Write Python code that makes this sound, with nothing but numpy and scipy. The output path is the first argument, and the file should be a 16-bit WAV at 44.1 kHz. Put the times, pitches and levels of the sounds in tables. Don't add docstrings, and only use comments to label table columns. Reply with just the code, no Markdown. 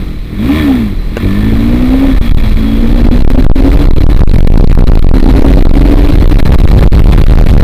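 import sys
import numpy as np
from scipy import signal
from scipy.io import wavfile
from scipy.ndimage import uniform_filter1d

SR = 44100
rng = np.random.default_rng(int(sys.argv[2]) if len(sys.argv) > 2 else 0)


def generate_wav(sig):
    pcm = np.round(np.clip(np.atleast_2d(sig).T, -1, 1) * 32767).astype(np.int16)
    wavfile.write(sys.argv[1], SR, pcm)


def amplitude_ratio(level_db):
    exponent = np.asarray(level_db, float) / 20
    return 10 ** exponent


N = 336703

# start_s, spacing_ms, how_many, push [overload units]
BUFFET_TRAINS = [(2.187, 30, 1, 5.5), (2.32, 28.6, 2, 4.8), (3.089, 28, 1, 12), (3.259, 21.8, 2, 10.7),
                 (3.357, 26, 1, 2.9), (3.45, 20, 1, 10), (3.466, 34, 1, 15), (3.5, 18.3, 1, 12),
                 (3.515, 39.6, 1, 6.4), (3.888, 24.6, 3, 4.9), (3.986, 23.6, 1, 8.1), (4.042, 26.8, 2, 7.6),
                 (4.219, 19.3, 1, 12), (4.236, 45, 1, 21), (4.296, 22.6, 2, 2.8), (4.364, 22.8, 7, 3.5),
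                 (4.542, 18, 4, 4.2), (4.629, 16.5, 1, 6.7), (4.647, 27, 2, 5.1), (4.737, 18.4, 6, 4.45),
                 (4.84, 37, 1, 5.5), (4.899, 19.9, 4, 9), (4.995, 35.2, 1, 4.5), (5.048, 24, 4, 4.8),
                 (5.635, 20.5, 3, 4.1), (5.714, 21, 1, 5), (6.56, 23, 1, 5.7), (6.655, 24.5, 1, 9.5),
                 (6.885, 31, 1, 2.9), (7.244, 22.2, 1, 8)]


def rms_one(x):
    return x / np.sqrt(np.mean(x ** 2) + 1e-20)


def in_time(rows):
    s, *columns = np.transpose(rows)
    return [np.interp(np.arange(N) / SR, s, c) for c in columns]


def against_speed(rows, firing_hz):
    hz, *columns = np.transpose(rows)
    return np.array([np.interp(firing_hz, hz, c) for c in columns])


def drift(rate):
    r = np.exp(-80 * np.pi * rate / SR)
    slow = signal.lfilter([1], [1, -2 * r, r * r], rng.standard_normal(N // 40 + 2002))[2000:]
    return np.interp(np.arange(N) / 40, np.arange(len(slow)), rms_one(slow))


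def resonance(x, hz, width_hz):
    r = np.exp(-np.pi * width_hz / SR)
    poles = [1, -2 * r * np.cos(2 * np.pi * hz / SR), r * r]
    return signal.lfilter(np.array([1, 0, -1]) * (1 - r * r) / 2, poles, x)


def steep(x, hz, width_hz):
    return resonance(resonance(x, hz, width_hz), hz, width_hz)


def butter(x, hz, kind, order):
    return signal.sosfilt(signal.butter(order, hz, kind, fs=SR, output="sos"), x)


def effort(firing_hz):
    # take_up_starts_s, throttle_lifts_s, take_up_lasts_s, boom_db, exhaust_and_rattle_db
    gears = [
        (1.122, 2.085, .08, -0.5, 1),
        (2.37, 4.165, 0.31, -0.5, -0.5),
        (4.45, 6.29, 1, 0.5, 0.5),
        (6.623, 7.7, 0.15, -10.5, 5),
    ]
    # firing_hz, boom_db
    boom_map = [(36, -27), (44, -21), (50, -14), (60, -7), (67, -4), (73, -6.5), (76, -13), (80, -22)]
    # firing_hz, exhaust_db, rattle_db, knock_over_rattle_db, neighbouring_orders_db
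    free_map = [(34, -23, -41, -12, -16), (44, -19, -38.5, -11, -16), (60, -15, -29.5, -8, -16),
                (73, -11, -26, -2, -18), (80, -9, -24, 3, -18)]
    # firing_hz, exhaust_db, rattle_db, knock_over_rattle_db, neighbouring_orders_db
    loaded_map = [(43.7, -13.5, -28.5, -2, 4), (53.5, -11, -28, -5, 0), (62.8, -15.5, -29, -5, -3.5),
                  (72, -14, -25.5, -6, -3)]
    throttle_shuts_s = 0.1
    t = np.arange(N) / SR
    load = np.zeros(N)
    levels = []
    for start_s, lift_s, take_up_s, gear_boom, gear_level in gears:
        taken_up = np.clip((t - start_s) / take_up_s, 0, 1)
        load += taken_up * np.clip(1 - (t - lift_s) / throttle_shuts_s, 0, 1)
        levels += [(start_s, gear_boom, gear_level), (lift_s, gear_boom, gear_level)]
    gear_boom_db, gear_db = in_time(levels)
    bitten = np.clip((t - gears[0][0]) / gears[0][2], 0, 1)
    shifting = bitten - load
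    free = against_speed(free_map, firing_hz)
    loaded = against_speed(loaded_map, firing_hz)
    exhaust_db, rattle_db, knock_db, beside_db = (1 - bitten) * free + bitten * loaded
    boom_db = against_speed(boom_map, firing_hz)[0] + gear_boom_db - 7 * shifting
    exhaust_db = exhaust_db + gear_db - 8 * shifting
    rattle_db = rattle_db + gear_db + 2 * shifting
    beside_db = beside_db - 4 * shifting
    steady = 1 - 0.3 * bitten
    return boom_db, exhaust_db, rattle_db, knock_db, beside_db, steady


def intake(firing_hz, turns, boom_db, beside_db, flutter_db, breath_db):
    # pitch_hz, level_db
    air_box = [(130, -10), (170, -7), (230, -1), (275, 0), (300, -4), (314, -17), (328, -20), (350, -9),
               (420, -24)]
    # firing_order, level_db
    neighbours = [(5, -6), (6, -13.5)]
    box_hz, box_db = np.transpose(air_box)
    out = amplitude_ratio(breath_db) * rms_one(resonance(rng.standard_normal(N), 190, 110))
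    for order, level_db in [(4, 0)] + [(order, db + beside_db) for order, db in neighbours]:
        shape_db = np.interp(np.log(order * firing_hz), np.log(box_hz), box_db)
        swell = amplitude_ratio(level_db + shape_db + flutter_db * drift(19.0))
        out = out + np.sqrt(2) * swell * np.sin(2 * np.pi * order * turns)
    return amplitude_ratio(boom_db) * out


def firings(turns, modes, level_db, uneven_db):
    sizes = amplitude_ratio(uneven_db * rng.standard_normal(1000))[turns.astype(int)]
    pulses = sizes * np.diff(np.floor(turns), prepend=np.floor(turns[0])) + 1e-18
    return amplitude_ratio(level_db) * rms_one(sum(amplitude_ratio(db) * steep(pulses, hz, w) for hz, w, db in modes))


def exhaust(turns, level_db):
    # pitch_hz, width_hz, level_db
    pipe = [(57.2, 53.3, 7.5), (93.2, 51.7, 7), (147.7, 58, -0.5), (194, 40, 6), (286.8, 68, 3.5),
            (355, 28, -4), (384, 70, -48), (552, 58, -17)]
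    return butter(firings(turns, pipe, level_db, uneven_db=3.5), 566, "low", order=2)


def knock(turns, level_db):
    # pitch_hz, width_hz, level_db
    engine_cases = [(625, 60, 4), (860, 80, -5), (1030, 110, 2), (1180, 120, -2), (1810, 150, 2),
                    (2270, 300, 0), (3380, 260, -6)]
    return firings(turns, engine_cases, level_db, uneven_db=1.2)


def singing_db():
    # lower_db, upper_db
    rest_db = (-22.5, -19)
    # centre_s, length_s, lower_rise_db, upper_rise_db
    spells = [
        (.6, 1.3, 16, 8),
        (1.4, 0.54, 21, 7),
        (2.12, 0.41, 12, 1),
        (2.272, 0.15, -3, 7),
        (2.8, 2.3, 5, 13),
    ]
    t = np.arange(N) / SR
    swells = [np.outer(rise_db, np.clip(1 - 2 * abs(t - s) / length_s, 0, 1)) for s, length_s, *rise_db in spells]
    return np.array(rest_db)[:, None] + sum(swells)


def rattle(turns, rattle_db, steady, uneven_db):
    # pitch_hz, width_hz, level_db
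    panels = [(520, 390, 2), (842, 200, 1), (1110, 430, 8.5), (1890, 86, 1), (2110, 730, 9), (3420, 690, 7),
              (3780, 390, 1.5), (7200, 540, -60), (8520, 6600, -6.5), (10700, 800, -43),
              (12800, 1800, -9.5), (14400, 3700, -10)]
    # pitch_hz, width_hz
    thin_parts = [(1763, 44), (3330, 38)]
    uneven = amplitude_ratio(uneven_db * rng.standard_normal(1000))[turns.astype(int)]
    strokes = np.exp(-4.5 * (turns % 1)) + .4 * np.exp(-5 * ((turns + .6) % 1))
    struck = (steady + uneven * strokes) * rng.standard_normal(N)
    rung = sum(amplitude_ratio(db) * steep(struck, hz, 1.19 * w) for hz, w, db in panels)
    between = amplitude_ratio(-46.5) * butter(struck, [400, 4600], "band", order=3)
    between += amplitude_ratio(-60) * butter(struck, 4600, "high", order=2)
    hum = rng.standard_normal(N)
    sung = sum(amplitude_ratio(db) * rms_one(steep(hum, hz, w)) for (hz, w), db in zip(thin_parts, singing_db()))
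    return amplitude_ratio(rattle_db) * (rms_one(rung + between) + sung)


def clunk():
    # start_s, peak_db
    knocks = [
        (1.1693, 3),
        (1.178, -11),
    ]
    # pitch_hz, level_db, t60_s
    metal_modes = [(482, 6.5, 0.0075), (746, -15, 0.016), (1100, 2, 0.0046), (1540, -9, 0.016),
                   (2130, -7, 0.0062), (2720, -9.5, 0.01), (3900, -14, .006), (6850, -10, 0.0055)]
    clicks = np.full(N, 1e-18)
    for s, peak_db in knocks:
        clicks[round(s * SR)] = -amplitude_ratio(peak_db)
    out = np.zeros(N)
    for hz, level_db, t60 in metal_modes:
        r, w = amplitude_ratio(-60 / (t60 * SR)), 2 * np.pi * hz / SR
        strike = amplitude_ratio(level_db - 0.5) * np.sin(w)
        out += signal.lfilter([0, strike], [1, -2 * r * np.cos(w), r * r], clicks)
    crack = signal.lfilter([1], [1, -.985], np.abs(clicks)) * rng.standard_normal(N)
    return out + amplitude_ratio(-12) * butter(crack, [300, 5000], "band", order=2)


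def air_flow():
    # time_s, turbulence_db
    wind_course = [(0, -8.5), (.6, -20), (1.05, -8.5), (1.2, -12), (1.6, -4), (2.05, -5), (2.25, 1),
                   (2.5, 0.5), (2.73, -5), (3.1, 6), (3.9, 6), (4.6, 15.5), (4.95, 12), (5.25, 9),
                   (5.55, 9.5), (6.0, 6), (6.6, 13), (7.63, 12.5)]
    return in_time(wind_course)[0] + .8 * drift(8.0)


def evened(x):
    return rms_one(x / (uniform_filter1d(x * x, round(.12 * SR)) + 1e-9) ** (.6 / 2))


def turbulence(level_db, offset_db, fine_db, reach):
    white = rng.standard_normal(N)
    slow = rms_one(steep(white, 21.18, 28.1))
    fast = rms_one(steep(white, 24, 36))
    speed = np.linspace(0, .75, N)
    fine = rms_one(butter(rng.standard_normal(N), [60, 300], "band", order=1))
    swing = reach * np.tanh(evened((1 - speed) * slow + speed * fast) / reach)
    return amplitude_ratio(level_db + offset_db + 2.16 * speed) * (swing + amplitude_ratio(fine_db) * fine)


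def becalmed(eddies):
    calm_ms, calm_depth = 25.6, 0.63
    t, left = np.arange(N) / SR, np.ones(N)
    for s, ms, many, _ in BUFFET_TRAINS:
        since = t - s - round(many) * ms / 1000
        left *= 1 - calm_depth * (since > 0) * np.exp(-np.abs(since) * 1000 / calm_ms)
    return left * eddies


def trains():
    scatter_ms, scatter_db, lull_ms = 1.6, 3.5, 5.0
    rows = []
    for s, ms, many, push in BUFFET_TRAINS:
        many = round(many)
        late_ms, gain_db = rng.standard_normal((8, 2)).clip(-2, 2).T * [[scatter_ms], [scatter_db]]
        edges_ms = [k * ms + late_ms[k] * (0 < k < many) for k in range(many + 1)]
        for k, (a, b) in enumerate(zip(edges_ms, edges_ms[1:])):
            rows.append((s + a / 1000, b - a - lull_ms, push * amplitude_ratio(gain_db[k] * (k > 0))))
    return rows


def buffeted(eddies, edge_ms, blunt, recoil):
    rows = []
    for s, length_ms, push in trains():
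        end = rows[-1][0] + rows[-1][1] / 1000 if rows else 0
        if .008 < s - end < .024:
            rows.append((end + 0.00194, (s - end - .004) * 1000, recoil))
        rows.append((s, length_ms, push))
    out, edge = eddies.copy(), round(edge_ms * SR / 1000)
    for k, (s, length_ms, push) in enumerate(rows):
        start = round(s * SR) - edge
        length = length_ms * SR / 1000
        span = np.arange(min(round(length) + 2 * edge, N - start))
        arch = np.sin(np.pi * span / (length + 2 * edge)).clip(0, 1)
        swept = np.clip(1 - 2.73 * arch, 0, 1)
        out[start + span] = swept * out[start + span] - (-1) ** k * push * arch ** blunt
    return out


def rush(level_db, rush_db, follows):
    # pitch_hz, width_hz, level_db
    hiss_bands = [(458, 45, 0), (1980, 1500, 0), (4020, 57, 2), (13700, 1400, -35)]
    white = rng.standard_normal(N)
    hiss = sum(amplitude_ratio(db) * rms_one(resonance(white, hz, w)) for hz, w, db in hiss_bands)
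    return amplitude_ratio(rush_db + follows * level_db) * hiss


def scene():
    # time_s, firing_hz
    engine_speed = [(0, 48.1), (.2, 33.3), (.36, 45.1), (.57, 80.5), (1.0, 38.6), (1.48, 55), (1.65, 57.7),
                    (2.07, 68.7), (2.23, 58.6), (2.48, 52.7), (3.26, 62.3), (3.64, 67.3), (3.75, 72),
                    (4.2, 76.5), (4.45, 59), (6.3, 75), (6.6, 61.6), (7.63, 68.3)]
    firing_hz, = in_time(engine_speed)
    turns = np.cumsum(firing_hz * (1 + .002 * drift(6))) / SR
    struck_turns = turns + .35
    boom_db, exhaust_db, rattle_db, knock_db, beside_db, steady = effort(firing_hz)
    engine = intake(firing_hz, turns, boom_db, beside_db, flutter_db=2.5, breath_db=-14.5)
    engine += exhaust(turns, exhaust_db)
    engine += knock(struck_turns, rattle_db + knock_db)
    engine += rattle(struck_turns, rattle_db, steady, uneven_db=1.5)
    flow_db = air_flow()
    eddies = turbulence(flow_db, offset_db=-3.0, fine_db=-23, reach=2.6)
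    wind = buffeted(becalmed(eddies), edge_ms=1.365, blunt=0.91, recoil=2.0)
    return (engine + clunk() + wind + rush(flow_db, rush_db=-37.5, follows=0.64))[None]


def top_cut(x):
    return signal.sosfilt(signal.butter(12, 16540, fs=SR, output="sos"), x)


def record(dry):
    # pitch_hz, width_hz, level_db
    tone_stage = [(4000, 300, -2.5), (5570, 11400, -8.5), (15700, 830, -6.5)]
    knee, ceiling, squeeze = .745, .865, .9
    straight = np.clip(dry, -knee, knee)
    bent = straight + (ceiling - knee) * np.tanh((dry - straight) / squeeze)
    for hz, width_hz, db in tone_stage:
        bent = bent + (amplitude_ratio(db) - 1) * resonance(bent, hz, width_hz)
    treble_edge = signal.cheby2(8, 27, 15850, fs=SR, output="sos")
    return top_cut(signal.sosfilt(treble_edge, bent))


dry = scene()
out = record(dry)
generate_wav(out)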